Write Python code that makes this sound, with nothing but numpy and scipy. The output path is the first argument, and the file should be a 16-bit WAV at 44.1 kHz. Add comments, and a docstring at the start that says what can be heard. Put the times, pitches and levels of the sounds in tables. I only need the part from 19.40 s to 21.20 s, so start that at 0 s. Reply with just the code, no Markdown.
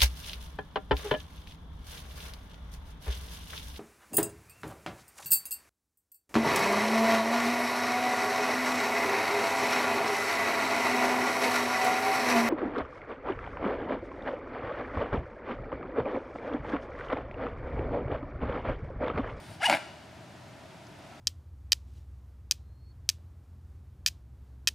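"""A swan gives one short snort on a stone landing beside a pond. After a soft hiss, a hoarse squeal
rises and falls through the resonances of its throat, then breaks into a few hard flaps over rasping air.
Stone steps and the bank answer. A steady outdoor murmur of air and water lies underneath,
with three tiny drips and a faint far note near the end."""
import sys
import numpy as np
from scipy import signal
from scipy.fft import rfft, irfft, next_fast_len
from scipy.io import wavfile
from scipy.ndimage import map_coordinates

SR = 44100
rng = np.random.default_rng(int(sys.argv[2]) if len(sys.argv) > 2 else 0)


def transcribe(u):
    """Save the signal u as a 16-bit wav file named by the first command-line argument.

    u: samples, shape (n,) or (channels, n), limited to [-1, 1]; the rate is SR.
    q: integer samples, one column per channel.
    """
    v = np.clip(np.atleast_2d(u).T, -1, 1)
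    q = np.round(v * 32767).astype(np.int16)
    wavfile.write(sys.argv[1], SR, q)


N = 79380
TIME_S = np.arange(N) / SR

# flaps of the throat, each with a spit of air: start_s, level_db, spit_db
THROAT_FLAPS = [(.2976, 2.5, -25), (.3092, -5.5, -40), (.3128, -13, -36.5), (.3269, -1.5, -42),
                (.3479, -4.5, -34), (.3575, -29, -42), (.3693, -20, -48)]


def amp(db):
    """Decibels to gain."""
    return 10 ** (np.asarray(db) / 20)


def unit(x):
    """Scale to rms 1."""
    return x / np.sqrt(np.mean(x ** 2) + 1e-20)


def along(points, hz):
    """Read (freq_hz, value) points on a log frequency axis."""
    freqs, values = np.transpose(points)
    return np.interp(np.log(hz + 1), np.log(freqs + 1), values)


def curve(points):
    """One value per sample from (time_s, value) points."""
    return np.interp(TIME_S, *np.transpose(points))


def swell(points):
    """A gain envelope from (time_s, level_db) points, silent outside them."""
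    return amp(np.interp(TIME_S, *np.transpose(points), left=-120, right=-120))


def wobble(rate_hz):
    """Smooth random modulation through rate_hz knots a second."""
    return map_coordinates(rng.standard_normal(N // 4), [TIME_S * rate_hz], mode="wrap")


def filtered(x, response):
    """Shape x with a complex frequency response."""
    size = next_fast_len(N + SR // 2)
    return irfft(rfft(x, size) * response(np.fft.rfftfreq(size, 1 / SR)), size)[..., :N]


def noise(colour):
    """Coloured noise of rms 1."""
    return unit(filtered(rng.standard_normal(N), lambda hz: amp(along(colour, hz))))


def fuzzy_tone(hz, width_hz):
    """A sine of rms 1, blurred by fast pitch jitter."""
    pitch_hz = hz + width_hz * wobble(4 * width_hz)
    return unit(np.sin(2 * np.pi * np.cumsum(pitch_hz) / SR))


def pulse(colour, size=4096):
    """A coloured minimum-phase click of energy 1."""
    cepstrum = irfft(np.log(amp(along(colour, np.fft.rfftfreq(size, 1 / SR)))))
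    cepstrum[1:size // 2] *= 2
    cepstrum[size // 2 + 1:] = 0
    click = irfft(np.exp(rfft(cepstrum)))
    return click / np.linalg.norm(click)


def outdoor_air(sway_db=0.68, heave_db=3.5):
    """A steady stereo bed of air and water over a heaving far rumble."""
    # tone of the bed: freq_hz, level_db
    bed_colour = [(20, -35), (36, -22), (53, -19.5), (75, -4), (110, -3.5), (175, -4), (230, -8), (310, -7),
                  (380, -9.5), (490, -18.5), (570, -8.5), (645, -3), (740, -9), (850, -12), (950, -10.5),
                  (1090, -17.5), (1320, -14.5), (1550, -16), (2100, -18), (3100, -21.5), (5100, -26),
                  (9000, -34), (12000, -40), (15500, -50)]
    # envelope of the bed: time_s, level_db
    bed_level = [(0, -49.5), (.6, -50), (.88, -50), (1.15, -50.5), (1.45, -50), (1.8, -49)]
    # how alike left and right are: freq_hz, likeness
    likeness = [(25, 1), (80, .97), (500, 0.83), (4000, 0.73), (9000, 0.91), (14000, 0.46)]
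    # tone of the rumble: freq_hz, level_db
    rumble_colour = [(40, -25), (90, -7.5), (125, -1.5), (200, -17), (400, -25), (2000, -90)]
    # envelope of the rumble: time_s, level_db
    rumble_level = [(0, -55), (.6, -58.5), (.8, -55), (1, -60), (1.15, -60), (1.43, -70), (1.49, -50.5),
                    (1.54, -49), (1.59, -65), (1.68, -62), (1.8, -56.5)]
    mid, side = noise(bed_colour), noise(bed_colour)
    side = filtered(side, lambda hz: np.tan(np.arccos(np.clip(along(likeness, hz), 0, 1)) / 2))
    rumble = noise(rumble_colour) * amp(curve(rumble_level) + heave_db * wobble(12))
    bed = np.array([mid + side, mid - side]) * amp(curve(bed_level) + sway_db * wobble(6.5))
    return bed + rumble


def hiss():
    """Soft breath through the throat ahead of the squeal."""
    # tone of the breath: freq_hz, level_db
    colour = [(300, -18), (480, -2), (650, 2), (900, 1), (1150, -14), (1500, 0), (2800, -5.5), (4000, -4),
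              (4900, -4.5), (6500, -17), (8300, -14), (8900, -4), (9600, -11.5), (11000, -15.5),
              (15000, -27)]
    # envelope of the breath: time_s, level_db
    level = [(0, -60), (.08, -56), (.15, -54), (.19, -78), (.23, -87)]
    return noise(colour) * swell(level)


def squeal(harmonics=16, jitter=0.009, shimmer_db=1.66, waver_db=3, smear_rad=0.4, low_cut_hz=500):
    """Harmonics of an unsteady pitch light up in turn as they cross the throat's resonances."""
    # rise and fall of the voice: time_s, pitch_hz
    glide = [(.2, 360.5), (.216, 410.4), (.221, 546.2), (.229, 684), (.237, 709.8), (.243, 840.2),
             (.249, 844.6), (.253, 957), (.26, 954), (.267, 979.6), (.275, 829), (.286, 697), (.297, 703)]
    # envelope of the voice: time_s, level_db
    effort = [(.19, -86), (.203, -45), (.216, -34.5), (.222, -33.5), (.232, -26.5), (.246, -28.5),
              (.257, -22.5), (.266, -21), (.273, -21.5), (.281, -29), (.29, -17), (.296, -44), (.302, -70)]
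    # throat resonances: centre_hz, width_hz, level_db
    formants = [(773, 270, -1), (1362, 96, -2.5), (1660, 110, 4), (2193, 190, 1), (2894, 330, 2.5),
                (4150, 500, -16), (4880, 210, -7), (5580, 210, -12), (7270, 900, -17.5),
                (9560, 1300, -15.5)]
    # all overtones as the throat tightens and slackens: time_s, gain_db
    tightness = [(.205, 3), (.222, -0.5), (.235, 1), (.266, 0), (.276, -29), (.29, -16)]
    # extra trim on harmonics above the third: time_s, gain_db
    upper_trim = [(.21, -12.5), (.222, -6), (.232, -11.5), (.246, -3), (.26, -3.5), (.272, -8), (.29, -12)]
    pitch_hz = curve(glide)
    phase = 2 * np.pi * np.cumsum(pitch_hz * (1 + jitter * wobble(800))) / SR
    overtone_gain, upper_db = amp(curve(tightness)), curve(upper_trim)
    voice = np.zeros(N)
    for k in range(1, harmonics + 1):
        hz, is_upper = k * pitch_hz, k > 3
        power = sum(amp(db) ** 2 / (1 + 2 * ((hz - centre) / width) ** 2) ** 2
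                    for centre, width, db in formants)
        throat_gain = np.sqrt(power / (1 + (low_cut_hz / hz) ** 10))
        if k == 1:
            level = amp(waver_db * wobble(301.3))
        else:
            level = overtone_gain * amp(shimmer_db * wobble(300) + is_upper * upper_db)
        hoarseness = is_upper * smear_rad * wobble(900)
        voice += throat_gain * level * np.sin(k * phase + hoarseness)
    return voice * swell(effort)


def rasp(flutter_db=2.0):
    """Fluttering air forced through the throat: a leak beside the squeal, then a grunt."""
    # tone of the leak: freq_hz, level_db
    leak_colour = [(100, -36), (450, -16), (650, -2.5), (1100, -9), (1500, -2.5), (2400, 1.5), (3000, -5),
                   (3400, -3.5), (4800, -7.5), (6000, -11.5), (7600, -16), (8500, -10.5), (9800, -12.5),
                   (11500, -25), (15000, -28)]
    # envelope of the leak: time_s, level_db
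    leak_level = [(.19, -80), (.215, -51), (.24, -38.5), (.262, -32), (.283, -39), (.3, -35), (.32, -64)]
    # tone of the grunt: freq_hz, level_db
    grunt_colour = [(50, -50), (110, -15), (170, -20), (300, -5), (410, -30), (500, -17), (580, 4),
                    (680, 2), (790, -11), (940, -4.5), (1090, -16), (1300, -8.5), (1620, -5.5), (1850, -11),
                    (2200, -4.5), (2550, -10), (2900, -11), (3250, -21), (3600, -17), (4200, -18.5),
                    (4800, -17.5), (5500, -25), (7100, -38), (9300, -27), (12000, -40), (14500, -37),
                    (15500, -56)]
    # envelope of the grunt: time_s, level_db
    grunt_level = [(.275, -74), (.295, -41), (.301, -31.5), (.316, -26), (.324, -24.5), (.332, -26),
                   (.342, -25), (.353, -32), (.371, -34.5), (.385, -57), (.42, -57)]
    flutter = amp(flutter_db * wobble(350))
    grunt = noise(grunt_colour) * swell(grunt_level)
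    leak = noise(leak_colour) * swell(leak_level)
    return flutter * (grunt + leak)


def echo(x, decay, width=0.3, delay_s=0.012):
    """A late, nearly mono tail that dies away as the (freq_hz, t60_s) points say."""
    hz, t, spectrum = signal.stft(rng.standard_normal((2, SR)), SR, nperseg=256)
    fade = amp(-60 * t / along(decay, hz)[:, None])
    mid, side = signal.istft(spectrum * fade, SR, nperseg=256)[1]
    tail = np.array([mid + width * side, mid - width * side]) / np.linalg.norm(mid)
    delayed = np.pad(x, (round(delay_s * SR), 0))
    return signal.fftconvolve(delayed[None], tail, axes=1)[:, :N]


def bank_echo(swan, level_db=-17.5):
    """The pond's bank throws the snort back with a bright, lingering tail."""
    # decay of the tail: freq_hz, t60_s
    decay = [(200, 0.56), (800, 0.62), (3000, 0.78), (6000, 0.82), (12000, 0.25)]
    # tone of the tail: freq_hz, gain_db
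    colour = [(200, 3), (650, 2), (900, 1), (1400, 4), (2200, -2.5), (2900, 0), (4000, 2), (12000, 6.5)]
    return filtered(echo(swan, decay), lambda hz: amp(level_db + along(colour, hz)))


def steps_echo(swan, level_db=-18, t60_s=0.064):
    """The stone steps return a tight burst of reflections."""
    return amp(level_db) * echo(swan, [(1000, t60_s)])


def neck_rings():
    """The neck and throat resonate briefly under the grunt."""
    # ringing resonances: start_s, peak_s, end_s, pitch_hz, width_hz, level_db
    rings = [(0.285, 0.294, 0.3265, 228, 12, -35), (0.295, 0.32, .37, 298.4, 10, -35.5),
             (0.302, 0.314, 0.3253, 859.6, 76, -23), (0.328, 0.337, 0.35, 2159, 110, -26.5)]
    return sum(amp(db) * np.interp(TIME_S, [start, peak, end], [0, 1, 0]) * fuzzy_tone(hz, width)
               for start, peak, end, hz, width, db in rings)


def throat_closure(depth_db=-5, lead_s=0.002, half_length_s=0.0013):
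    """A gain that ducks as the throat pinches the air flow just before each flap."""
    dips = sum(np.exp(-((TIME_S - start + lead_s) / half_length_s) ** 2) for start, *_ in THROAT_FLAPS)
    return amp(depth_db * dips)


def flaps(spit_t60_s=0.034):
    """Each throat flap is one hard pulse, doubled by the stone close by, with a short spit of air."""
    # tone of the pulse: freq_hz, level_db
    flap_colour = [(40, -43), (90, -17), (170, -11.5), (290, -8.5), (420, -27.5), (580, -0.5), (850, 3),
                   (1100, -3), (1600, -13), (2200, -4), (3000, -16.5), (3800, -33), (4800, -37),
                   (6200, -29), (9500, -35), (15000, -47)]
    # tone of the spit: freq_hz, level_db
    spit_colour = [(300, -21), (1000, -1), (2500, 1), (3800, -2), (4800, -4), (6000, -15), (7200, -6.5),
                   (8300, -10), (9600, -9), (12000, -19), (15000, -25)]
    # reflections off the stone: delay_s, gain
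    slaps = [(.00135, 0.83), (.005, .45), (.00638, .4)]
    hits, spit = np.zeros(N), np.zeros(N)
    for start, db, spit_db in THROAT_FLAPS:
        spit += (TIME_S >= start) * amp(spit_db - 60 * np.abs(TIME_S - start) / spit_t60_s)
        for delay, gain in [(0, 1), *slaps]:
            hits[round((start + delay) * SR)] += gain * amp(db)
    return signal.fftconvolve(hits, pulse(flap_colour))[:N] + spit * noise(spit_colour)


def drips(t60_s=0.026, spread=0.11):
    """Tiny drips tick at the water's edge."""
    # single drips: start_s, level_db, pitch_hz
    drops = [(1.468, -52, 5540), (1.486, -62, 10540), (1.588, -64, 10000)]
    ticks = np.zeros(N)
    for start, db, hz in drops:
        envelope = (TIME_S >= start) * amp(db - 60 * np.abs(TIME_S - start) / t60_s)
        ticks += envelope * fuzzy_tone(hz, spread * hz)
    return ticks


def far_note(start_s=1.705, peak_s=1.735, end_s=1.775, level_db=-62, pitch_hz=1350):
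    """One faint, short note from far away."""
    envelope = np.interp(TIME_S, [start_s, peak_s, end_s], [0, 1, 0])
    return amp(level_db) * envelope * fuzzy_tone(pitch_hz, width_hz=15)


def scene(air_pan_db=0.39):
    """The swan and its echoes sit a little to the left, in the ambience of the pond side."""
    # lift on the left and equal cut on the right: freq_hz, gain_db
    pan = [(150, 0), (700, 0.5), (2200, 1.54), (4000, 0.2), (12000, .3)]
    # quarter-cycle-shifted part, opposite in the two channels: freq_hz, share
    phase_spread = [(100, 0.07), (700, 0.11), (2500, 0.054), (8000, 0.14), (12000, 0.13), (15000, 0.61)]
    sides = np.array([[1], [-1]])

    def placement(hz):
        """Small level and phase differences between left and right."""
        return amp(sides * along(pan, hz)) * (1 + 1j * sides * along(phase_spread, hz))

    swan = squeal() + flaps() + throat_closure() * (rasp() + hiss() + neck_rings())
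    placed = filtered(swan + bank_echo(swan) + steps_echo(swan), placement)
    return placed + drips() + far_note() + outdoor_air() * amp(sides * air_pan_db)


def record(dry, low_cut_hz=50, top_hz=15740):
    """The microphone drops the deepest bass and keeps nothing above its band limit."""
    return filtered(dry, lambda hz: (hz < top_hz) * hz ** 2 / np.hypot(hz ** 2, low_cut_hz ** 2))


dry = scene()
out = record(dry)
transcribe(out)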